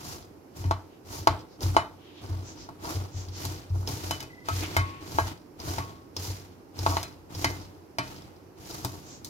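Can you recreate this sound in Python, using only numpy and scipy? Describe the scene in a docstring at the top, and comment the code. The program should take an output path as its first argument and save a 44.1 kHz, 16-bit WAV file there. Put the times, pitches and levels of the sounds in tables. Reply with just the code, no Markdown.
"""Gritty scrunching strokes over a faint kitchen rush: a hand rubs ghee into flour in a wide metal bowl.
Powder is filtered grain noise under a pressure envelope; lumps and crumbs crack as short bursts.
Soft thuds are damped low modes of the base; knocks add dull blows, clacks and ringing wall modes.
Swishes of loose flour, skids of the base and one thin squeak are shaped noise, clicks and a fuzzy tone.
The contacts, thuds and squeak reach two ports with a lag; contacts also excite the small kitchen."""
import sys
import numpy as np
from scipy import signal
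from scipy.fft import rfft, irfft
from scipy.io import wavfile

SR = 44100
rng = np.random.default_rng(int(sys.argv[2]) if len(sys.argv) > 2 else 0)


def generate_wav(signal):
    """Clip the signal to [-1, 1] and save it as 16-bit WAV at the path in sys.argv[1]."""
    frames = np.transpose(np.atleast_2d(signal))
    scaled = np.clip(frames, -1, 1) * 32767
    pcm = np.round(scaled).astype(np.int16)
    wavfile.write(sys.argv[1], SR, pcm)


N = 409688
TIME = np.arange(N) / SR  # [s]
BINS = np.fft.rfftfreq(N, 1 / SR)  # [Hz]
PORT_LAG = 0.00032  # delay of the right port [s]

# modes of the bowl's wall: (frequency [Hz], relative level [dB], t60 [s])
BOWL_MODES = [(619, 0, .2), (712, 5, .16), (917, 3, .28), (1139, 4, .24), (1292, 2, .2), (1367, -1, .2),
              (1438, -2, .22), (1497, -6, .3), (1632, 3, .22), (1846, -1, .3), (2035, -3, .26),
              (2064, -4, .24), (2132, -1, .22), (2350, -5, .2), (2430, -8, .2), (2529, -3, .25),
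              (2925, -2.5, .2), (3010, -5, .2), (3128, -7, .25), (3640, -11, .3), (3795, -10, .2),
              (4043, -5, .26), (4818, -10, .22), (5500, -10, .2), (6794, -12, .18), (7260, -12, .2),
              (8958, -15, .22), (10147, -14, .2)]
# spectrum of a dull blow of the base: (frequency [Hz], relative level [dB])
BLOW_COLOUR = [(25, -42), (70, 0), (160, -31.5), (330, 2.5), (470, -8.5), (700, 2), (920, 7), (1150, 1),
               (1500, -2.5), (2500, -79), (6000, -81)]
# left-right likeness of the background and of the base's rumble: (frequency [Hz], likeness [0-1])
AIR_LIKENESS = [(100, 0.83), (300, 0.9), (700, 0.08), (1500, 0), (8000, 0)]


def amp(db):
    """Level to amplitude: 20 dB is a factor of ten."""
    return 10 ** (np.asarray(db) / 20)


def unit(x):
    """Normalization of mean power: scales to rms 1."""
    return x / np.sqrt(np.mean(x ** 2) + 1e-20)


def read(points, hz):
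    """Interpolation of a spectrum along a logarithmic frequency axis."""
    f, value = np.transpose(points)
    return np.interp(np.log(hz + 1), np.log(np.sort(f) + 1), value)


def add(mix, s, sound):
    """Superposition: adds a sound to the mix from time s."""
    part = mix[max(round(s * SR), 0):][:len(sound)]
    part += sound[:len(part)]


def wander(rate_hz):
    """Low-pass noise: a random fluctuation of rms 1 that fades out above rate_hz."""
    spectrum = rfft(rng.standard_normal(N)) / (1 + (BINS / rate_hz) ** 4)
    return unit(irfft(spectrum, N))


def minimum_phase(log_gain):
    """Causality: the Hilbert transform of log gain gives the phase of the earliest response."""
    return np.exp(np.conj(signal.hilbert(log_gain)))


def click(colour, size=4096):
    """Minimum-phase impulse of a given spectrum, with the energy of rms 1 held for 10 ms."""
    log_gain = np.log(amp(read(colour, abs(np.fft.fftfreq(size, 1 / SR)))))
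    pulse = np.fft.ifft(minimum_phase(log_gain)).real
    return pulse / np.linalg.norm(pulse) * np.sqrt(SR / 100)


def chatter(colour, rise, decay):
    """Extended contact: many tiny slips within milliseconds spread one click in time."""
    t = np.arange(SR // 16) / SR
    envelope = (1 - np.exp(-t / rise)) * np.exp(-t / decay)
    spectrum = np.fft.fft(rng.standard_normal(len(t)) * envelope)
    # dividing by a minimum-phase root of the slips' magnitude evens out half their colour in dB
    root = np.exp(np.conj(signal.hilbert(np.log(abs(spectrum)))) / 2)
    slips = np.fft.ifft(spectrum / root).real
    return signal.fftconvolve(slips / np.linalg.norm(slips), click(colour))


def spread(first, second, colour, same, lag):
    """Partial coherence: two unrelated signals blend into a coloured, partly alike stereo pair."""
    likeness = np.clip(read(same, BINS), 0, 1)
    left, other = rfft(unit(first)), rfft(unit(second))
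    right = likeness * left + np.sqrt(1 - likeness ** 2) * other
    right = right * np.exp(-2j * np.pi * BINS * lag)
    return unit(irfft(np.array([left, right]) * amp(read(colour, BINS)), N))


def grains(per_s, size_db, hiss):
    """Granular friction: random slips of uneven size over a smooth hiss."""
    sizes = amp(size_db * np.minimum(rng.exponential(1, N), 4)) * rng.choice([-1, 1], N)
    slips = sizes * (rng.random(N) < per_s / SR)
    return unit(slips) + hiss * rng.standard_normal(N)


def pressure_db(start, rise, ease):
    """Contact force of one stroke: a light touch, an arch up to full pressure, then easing off."""
    lead_db_per_s, touch_db = 650, -12
    ease_db, ease_curve = -23, 1.35  # pressure change after one ease time, and its bend
    t = TIME - start
    lead = lead_db_per_s * np.minimum(t, 0)
    arch = touch_db * np.clip(1 - t / rise, 0, 1) ** 2
    release = ease_db * np.maximum((t - rise) / ease, 0) ** ease_curve
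    return lead + arch + release


def stroke_levels():
    """Power summation of overlapping strokes: fizz, crunch and scrape levels follow pressure, in dB."""
    # the hand's strokes: (start [s], time to full pressure [s], time to ease off [s],
    # relative levels of sliding powder's fizz [dB], squeezed powder's crunch [dB], scrape on the bowl [dB])
    strokes = [(-.04, .15, 0.21, -49.5, -50.5, -46), (0.549, 0.026, 0.34, -54.5, -54, -49.5),
               (1.057, 0.11, 0.17, -48, -50.5, -45.5), (1.29, 0.03, 0.16, -64, -49, -42),
               (1.61, 0.019, 0.29, -46, -46, -38), (2.21, 0.012, 0.9, -63, -56.5, -48.5),
               (2.811, 0.087, 0.28, -47, -46.5, -40), (3.14, 0.026, 0.44, -63, -57, -51),
               (3.34, 0.11, 0.31, -48, -46.5, -44), (3.69, 0.11, 0.29, -60.5, -62.5, -48),
               (3.864, 0.023, 0.48, -46, -46, -42.5), (3.97, 0.13, 0.25, -50, -48.5, -46),
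               (4.459, 0.13, 0.21, -44.5, -41.5, -42), (4.6, 0.14, 0.34, -55, -47, -43),
               (5.01, 0.19, 0.21, -48.5, -47.5, -43), (5.259, 0.019, 0.084, -49.5, -41.5, -39.5),
               (5.593, .115, 0.3, -46.5, -45.5, -39.5), (6.167, 0.072, 0.31, -45, -46.5, -45),
               (6.76, 0.15, 0.28, -45, -45, -40.5), (7.307, 0.11, 0.35, -47.5, -47, -40.5),
               (7.995, 0.091, 0.34, -57.5, -51.5, -48), (8.58, 0.19, 0.19, -50.5, -51, -47.5),
               (8.82, 0.025, 0.53, -54, -55, -47.5), (9.235, 0.038, .2, -56, -61, -53)]
    # level change per dB of pressure: (fizz [dB/dB], crunch [dB/dB], scrape [dB/dB])
    follow = (1.525, 1, 0.93)
    power = np.full((3, N), 1e-9)
    for start, rise, ease, *levels in strokes:
        first = max(round((start - .1) * SR), 0)
        span = slice(first, round((start + rise + 2 * ease) * SR))
        pressure = pressure_db(start, rise, ease)[span]
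        level_db = np.array(levels)[:, None] + np.outer(follow, pressure)
        power[:, span] += amp(level_db) ** 2
    return 10 * np.log10(power)


def sing(x, share, width_hz):
    """Resonance: rubbing feeds the wall's modes, which stand out of the hiss."""
    peaks = sum(amp(db / 4) / (1 + 2j * (BINS - hz) / width_hz) for hz, db, _ in BOWL_MODES)
    return irfft(rfft(x) * (1 + share * peaks), N)


def powder(fizz_db, crunch_db, scrape_db):
    """Granular friction: flour slides, packs and scrapes along the bowl, giving way in clumps."""
    # spectra of the three layers: (frequency [Hz], relative level [dB])
    fizz_colour = [(2500, -30), (4000, 6), (5300, 10.5), (6800, 10), (8200, -1), (11500, 4), (14000, 2.5),
                   (16000, -5)]
    crunch_colour = [(900, -7), (1500, 5), (2200, 5), (3400, 5), (4800, 2.5), (6200, -18.5), (8000, -3),
                     (12000, -48)]
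    scrape_colour = [(60, -35), (170, -16), (310, 12.5), (480, -1.5), (720, 1.5), (930, 2), (1130, -0.5),
                     (1500, -6.5), (2500, -58)]
    # spectrum of the base's trembling: (frequency [Hz], relative level [dB])
    rumble_colour = [(20, -37), (35, -27), (52, -9.5), (75, -12), (93, 1), (108, -10.5), (122, -7),
                     (160, -10.5), (300, -23), (900, -46)]
    # left-right likeness of the strokes: (frequency [Hz], likeness [0-1])
    stroke_likeness = [(100, .97), (300, 0.96), (700, 0.17), (1100, 0.61), (2500, 0.042), (15000, 0.031)]
    clumps = wander(rate_hz=48)

    def layer(level_db, colour, per_s, size_db, clump_db):
        """Amplitude modulation: grain noise swells and sinks with the shared clumps."""
        pair = [grains(per_s, size_db, hiss=0.59) for _ in range(2)]
        unevenness = clumps + 0.08 * wander(rate_hz=87)
        gain = amp(level_db + clump_db * unevenness)
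        return gain * spread(*pair, colour, stroke_likeness, PORT_LAG)

    fizz = layer(fizz_db + 5.5, fizz_colour, per_s=2700, size_db=-3.0, clump_db=1.2)
    crunch = layer(crunch_db - .8, crunch_colour, per_s=1100, size_db=2.0, clump_db=1.13)
    scrape = layer(scrape_db - .5, scrape_colour, per_s=500, size_db=2.0, clump_db=2.5)
    # the moving hand also keeps the base of the bowl trembling
    tremble = spread(*rng.standard_normal((2, N)), rumble_colour, AIR_LIKENESS, PORT_LAG)
    rumble = amp(.6 * scrape_db - 18) * tremble
    return sing(fizz + crunch + scrape, share=0.82, width_hz=11.0) + rumble


def lumps(crunch_db):
    """Brittle fracture: lumps of fat and flour crack; random crumbs break louder under a harder squeeze."""
    # the biggest lumps crack: (time [s], level [dB])
    snaps = [(1.606, -41.5), (1.631, -37.5), (2.945, -56), (3.285, -48.5), (3.695, -60), (3.874, -33.5),
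             (5.6, -42), (6.165, -32), (6.789, -36.5), (7.349, -42), (8.709, -41)]
    # spectrum of a crack: (frequency [Hz], relative level [dB])
    snap_colour = [(100, -4.5), (350, 12.5), (1000, 7.5), (1800, -13), (5200, 15), (8500, -11), (16000, -7)]
    crumbs_per_s = 45
    crumb_db, crumb_spread_db = -1, 3  # level against the crunch, and spread of size
    cracks = np.zeros(N)
    for s, db in snaps:
        add(cracks, s, amp(db) * chatter(snap_colour, rise=0.0012, decay=0.0018))
    luck = np.clip(rng.standard_normal(N), -2, 2)
    sizes = amp(crunch_db + crumb_db + crumb_spread_db * luck)
    crumbs = sizes * (rng.random(N) < crumbs_per_s / SR)
    crumb_sound = chatter(snap_colour, rise=0.00034, decay=0.0021)
    return cracks + signal.oaconvolve(crumbs, crumb_sound)[:N]


def air():
    """Diffuse background noise: a low rush whose level wavers slightly."""
    # spectrum of the background: (frequency [Hz], relative level [dB])
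    air_colour = [(15, -33), (25, -33), (86, -7), (221, -8), (305, 1.5), (469, -6.5), (631, -12.5),
                  (782, -11), (1710, -24), (2700, -28.5), (3530, -35), (5430, -30), (8350, -40),
                  (13500, -33), (15500, -44)]
    # left minus right of the background: (frequency [Hz], level difference [dB])
    air_balance = [(60, 16), (180, -8), (550, -1), (1650, 0), (4970, -8), (15000, -2)]
    pair = spread(*rng.standard_normal((2, N)), air_colour, AIR_LIKENESS, 0)
    lean = amp(np.outer([.5, -.5], read(air_balance, BINS)))
    level_db = -51.67 + 0.21 * wander(rate_hz=12)
    return amp(level_db) * irfft(rfft(pair) * lean, N)


def thuds():
    """Damped forced modes: a soft push or a knock swells the low modes of the base; hand and flour damp them."""
    # the hand presses the bowl down, or a knock sets the base ringing: (time [s], level before the mode's own
    # [dB], decay length [s])
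    base_thuds = [(0.582, -30.5, 0.096), (0.646, -20.5, 0.1), (1.193, -32, 0.042), (1.278, -23.5, 0.069),
                  (1.63, -19.5, .12), (2.226, -30, 0.032), (2.292, -25, 0.12), (2.945, -23.5, 0.091),
                  (3.14, -28.5, 0.098), (3.27, -32, 0.073), (3.434, -30, 0.12), (3.699, -21, .14),
                  (3.913, -30, 0.053), (4.019, -33, 0.14), (4.505, -26.5, 0.15), (4.764, -18, 0.079),
                  (5.145, -24, 0.025), (5.194, -24, 0.077), (5.675, -26.5, 0.062), (5.773, -26.5, 0.045),
                  (6.169, -35, 0.08), (6.276, -26, 0.065), (6.784, -27.5, 0.11), (6.868, -26.5, 0.13),
                  (7.343, -30.5, 0.096), (7.424, -30.5, 0.17), (7.98, -40, 0.042), (8.844, -18.5, 0.014)]
    # modes of the base under the flour: (multiple of the thud's pitch [1], level [dB], length factor [1])
    base_modes = [(.6, -14, 0.95), (1.002, -0.5, 0.99), (1.31, -15.5, 1)]
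    pitch_hz, rise_s = 93.2, 0.0088
    pitch_scatter = 0.017  # share by which the pitch varies with the grip
    out, t = np.zeros(N), np.arange(SR // 2) / SR
    for (s, db, length), grip in zip(base_thuds, rng.standard_normal(len(base_thuds))):
        hz = pitch_hz * (1 + pitch_scatter * grip)
        for ratio, mode_db, factor in base_modes:
            swell = 1 - np.exp(-(t / rise_s) ** 2)
            damping = np.exp(-(t / (length * factor)) ** 2)
            tone = np.sin(2 * np.pi * hz * ratio * t)
            add(out, s, amp(db + mode_db) * swell * damping * tone)
    return out


def knocks():
    """Impact excitation: a thump, dull blow, gritty clack and tick, with the wall's modes ringing."""
    # the bowl knocks on the surface below: (time [s], relative levels of the foot's thump [dB], body [dB],
    # clack [dB], sharp tick [dB], metal ring [dB], frequency that the struck spot favours [Hz])
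    hits = [(.641, -37.5, -45, -53, -64, -59, 917), (0.7101, -49, -21, -37.5, -49, -52.5, 1135),
            (1.2718, -40, -12.5, -28.5, -36, -47, 1292), (1.766, -45, -13, -32.5, -50, -37.5, 2870),
            (2.689, -48, -40, -66, -63, -70, 917), (3.451, -38, -38.5, -48, -35.5, -72, 4818),
            (3.887, -35, -43, -65, -43, -62, 4818), (4.1089, -44, -29.5, -34.5, -35.5, -48, 3010),
            (4.204, -47, -57, -46, -43.5, -55.5, 3010), (4.227, -49, -44, -57, -46.5, -68, 2529),
            (4.486, -48, -29.5, -48, -38.5, -47, 1292), (4.766, -39.5, -23.5, -34, -30, -37, 2132),
            (5.1855, -42, -18.5, -44, -49, -44.5, 1631), (5.783, -37, -29.5, -39.5, -44, -49, 1135),
            (6.863, -40, -19, -35, -48, -50, 917), (6.968, -48, -24.5, -34.5, -60, -54, 2925),
            (7.029, -52, -46, -44, -38, -52.5, 4043), (7.4443, -30.5, -25, -27.5, -35, -40, 2090),
            (7.985, -34, -30, -33, -42, -41.5, 2400), (8.847, -35, -32.5, -44.5, -33.5, -58, 1135),
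            (9.246, -57, -65, -56, -40, -76, 6794)]
    # low modes of the bowl on its foot: (frequency [Hz], relative level [dB], t60 [s])
    foot_modes = [(123, 3.5, 0.28), (181, -1.5, 0.14), (283, 4, 0.18), (385, 5, 0.063)]
    # spectra of the two gritty contacts: (frequency [Hz], relative level [dB])
    clack_colour = [(150, -37), (400, -33), (800, -42), (1400, 6), (2100, 11), (3000, 4.5), (4300, 12),
                    (5500, 7), (8000, -2), (16000, -36)]
    tick_colour = [(1500, -33), (3800, 14), (5200, 15), (7000, 12), (8500, 5.5), (12000, 8.5), (16000, 1.5)]
    # two knocks also catch the bare rim: (time [s], level [dB])
    rim_hits = [(4.767, -31.5), (5.783, -41)]
    rim_hz, rim_t60 = 1098, .8
    spot_db = 13.5  # greatest lift of the modes that the struck spot favours
    # the bowl is not quite round: each mode has a weaker twin, scattered about it in pitch
    split_hz, twin_db = 19.7, -2.5
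    blows, cracks, rings = np.zeros((3, N))
    t, blow = np.arange(SR) / SR, click(BLOW_COLOUR)
    thump = sum(amp(db - 60 * t / t60) * np.sin(2 * np.pi * hz * t) for hz, db, t60 in foot_modes)
    thump = (1 - np.exp(-t / 0.0058)) * thump
    for s, db in rim_hits:
        # the bare rim, clear of the flour, hums on longer
        add(rings, s, amp(db - 60 * t / rim_t60) * np.sin(2 * np.pi * rim_hz * t))
    t = t[:SR // 3]
    for s, thump_db, body_db, clack_db, tick_db, ring_db, spot_hz in hits:
        add(rings, s, amp(thump_db) * thump)
        add(blows, s, amp(body_db) * blow)
        add(cracks, s, amp(clack_db) * chatter(clack_colour, rise=0.00055, decay=0.0023))
        add(cracks, s, amp(tick_db) * chatter(tick_colour, rise=0.0019, decay=0.0019))
        chances = rng.standard_normal((len(BOWL_MODES), 3))
        for (hz, db, t60), (luck, phase, split) in zip(BOWL_MODES, chances):
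            # where the bowl is struck decides which modes speak most
            favour_db = spot_db * np.exp(-(np.log(hz / spot_hz) / 0.025) ** 2)
            mode = np.sin(2 * np.pi * hz * t + phase)
            twin = amp(twin_db) * np.cos(2 * np.pi * (hz + split_hz * split) * t)
            level_db = ring_db + db + favour_db + 1.8 * luck - 60 * t / t60
            add(rings, s, amp(level_db) * (mode + twin))
    return blows, cracks, rings


def swishes():
    """Band-pass noise: loose flour slides off the heap in smooth swells of hiss around one pitch."""
    # slides of loose flour: (middle [s], half length [s], level [dB], centre frequency [Hz])
    slides = [(.94, 0.048, -65, 2900), (1.534, .04, -61, 4930), (2.081, 0.088, -57, 3000),
              (2.19, 0.047, -53, 3360), (2.492, 0.046, -47.5, 6250), (2.616, 0.053, -49, 5300),
              (3.194, 0.063, -47.5, 6250), (3.369, .04, -45, 5500), (4.643, .025, -37.5, 2400),
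              (4.872, 0.18, -51, 2330), (7.624, .05, -55, 5000), (9.123, 0.063, -48.5, 6700)]
    width, top_hz = 0.33, 7730  # bandwidth as a share of the pitch; dark above the top
    out = np.zeros((2, N))
    t, bins = np.arange(SR) / SR - .5, np.fft.rfftfreq(SR, 1 / SR)
    for s, length, db, hz in slides:
        band = 1 / (1 + 2j * (bins - hz) / (width * hz))
        colour = band / (1 + (bins / top_hz) ** 16)
        hiss = unit(irfft(rfft(rng.standard_normal((2, SR))) * colour, SR))
        for port, sound in zip(out, hiss):
            add(port, s - .5, amp(db) * np.exp(-(t / length) ** 2) * sound)
    return out


def skid():
    """Stick-slip friction: the base skids in a quick run of tiny blows that swells and fades."""
    # the bowl skids on the surface below: (start [s], length [s], level [dB])
    skids = [(1.124, 0.046, -41.5), (2.846, 0.059, -41), (6.869, 0.11, -33)]
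    swell = np.zeros(N)
    for s, length, db in skids:
        progress = np.clip((TIME - s) / length, 0, 1)
        swell += amp(db) * np.sqrt(abs(np.sin(np.pi * progress)))
    slips = grains(per_s=340, size_db=5.0, hiss=0.24)
    return swell * unit(signal.oaconvolve(slips, click(BLOW_COLOUR))[:N])


def squeak():
    """Narrow-band modulation: noise on two quadrature carriers makes a fuzzy tone that swells and fades."""
    start_s, length_s, rise_s = 4.285, .21, .035
    pitch_hz, level_db, fade_db_per_s = 2008, -49.5, 60
    t, turn = TIME - start_s, 2 * np.pi * pitch_hz * TIME
    tone = (.8 + .6 * wander(rate_hz=70)) * np.sin(turn)
    tone += .7 * wander(rate_hz=70) * np.cos(turn)
    gate = np.clip(np.minimum(t, length_s - t) / rise_s, 0, 1)
    return amp(level_db - fade_db_per_s * np.maximum(t, 0)) * gate * tone


def ports(x, side_db):
    """Interaural differences: a near sound is earlier and louder at the left port."""
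    late = irfft(rfft(x) * np.exp(-2j * np.pi * BINS * PORT_LAG), N)
    return np.array([x * amp(side_db), late / amp(side_db)])


def flutter(x, period, feedback, dull_hz):
    """Flutter echo: a blow bounces to and fro between hard surfaces, duller each time."""
    delay = np.exp(-2j * np.pi * BINS * period)
    loop = feedback * delay / (1 + (BINS / dull_hz) ** 2)
    return irfft(rfft(x) / (1 - loop), N)


def kitchen(x, early_db, early_s):
    """Reverberation: dense early reflections, then a tail whose bands die at their own speeds."""
    # the kitchen's decay: (frequency [Hz], t60 [s])
    decay_times = [(100, 0.26), (400, 0.4), (1000, 0.35), (4000, 0.18), (8000, 0.16), (15000, 0.12)]
    # left-right likeness of the echo: (frequency [Hz], likeness [0-1])
    room_likeness = [(100, 0), (350, 0.93), (700, 1), (1400, 0.98), (8000, 0.06)]
    taps = rng.standard_normal((2, SR // 2))
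    hz, t, bands = signal.stft(taps, SR, nperseg=256)
    same = np.clip(read(room_likeness, hz), 0, 1)[:, None]
    bands[1] = same * bands[0] + np.sqrt(1 - same ** 2) * bands[1]
    decay = amp(-60 * t / read(decay_times, hz)[:, None])
    tail = signal.istft(bands * decay, SR, nperseg=256)[1]
    t = np.arange(tail.shape[1]) / SR
    onset = 1 - np.exp(-(t / 0.0048) ** 2)
    tail *= onset * (1 + amp(early_db) * np.exp(-t / early_s))
    return signal.fftconvolve(x[None], tail / np.linalg.norm(tail[0]), axes=1)[:, :N]


def scene():
    """Superposition of direct sounds, their room echoes, powder, swishes and background."""
    fizz_db, crunch_db, scrape_db = stroke_levels()
    blows, cracks, rings = knocks()
    dull = flutter(blows + skid(), period=0.00449, feedback=0.43, dull_hz=2830)
    bright = cracks + lumps(crunch_db)
    near = ports(dull + rings + bright + thuds() + squeak(), side_db=.5)
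    dull_echo = amp(-8) * kitchen(dull + rings / 2, early_db=21, early_s=0.0054)
    bright_echo = amp(-1.0) * kitchen(bright, early_db=25, early_s=0.0025)
    return near + dull_echo + bright_echo + powder(fizz_db, crunch_db, scrape_db) + swishes() + air()


def record(dry):
    """Soft saturation and band limiting: the microphone rounds off the hardest knocks."""
    ceiling, edge_hz = .9, 15900
    rounded = dry / (1 + (dry / ceiling) ** 4) ** (1 / 4)
    lowpass = signal.firwin(511, edge_hz, window=("kaiser", 9), fs=SR)
    return signal.oaconvolve(rounded, lowpass[None], "same")


dry = scene()
out = record(dry)
generate_wav(out)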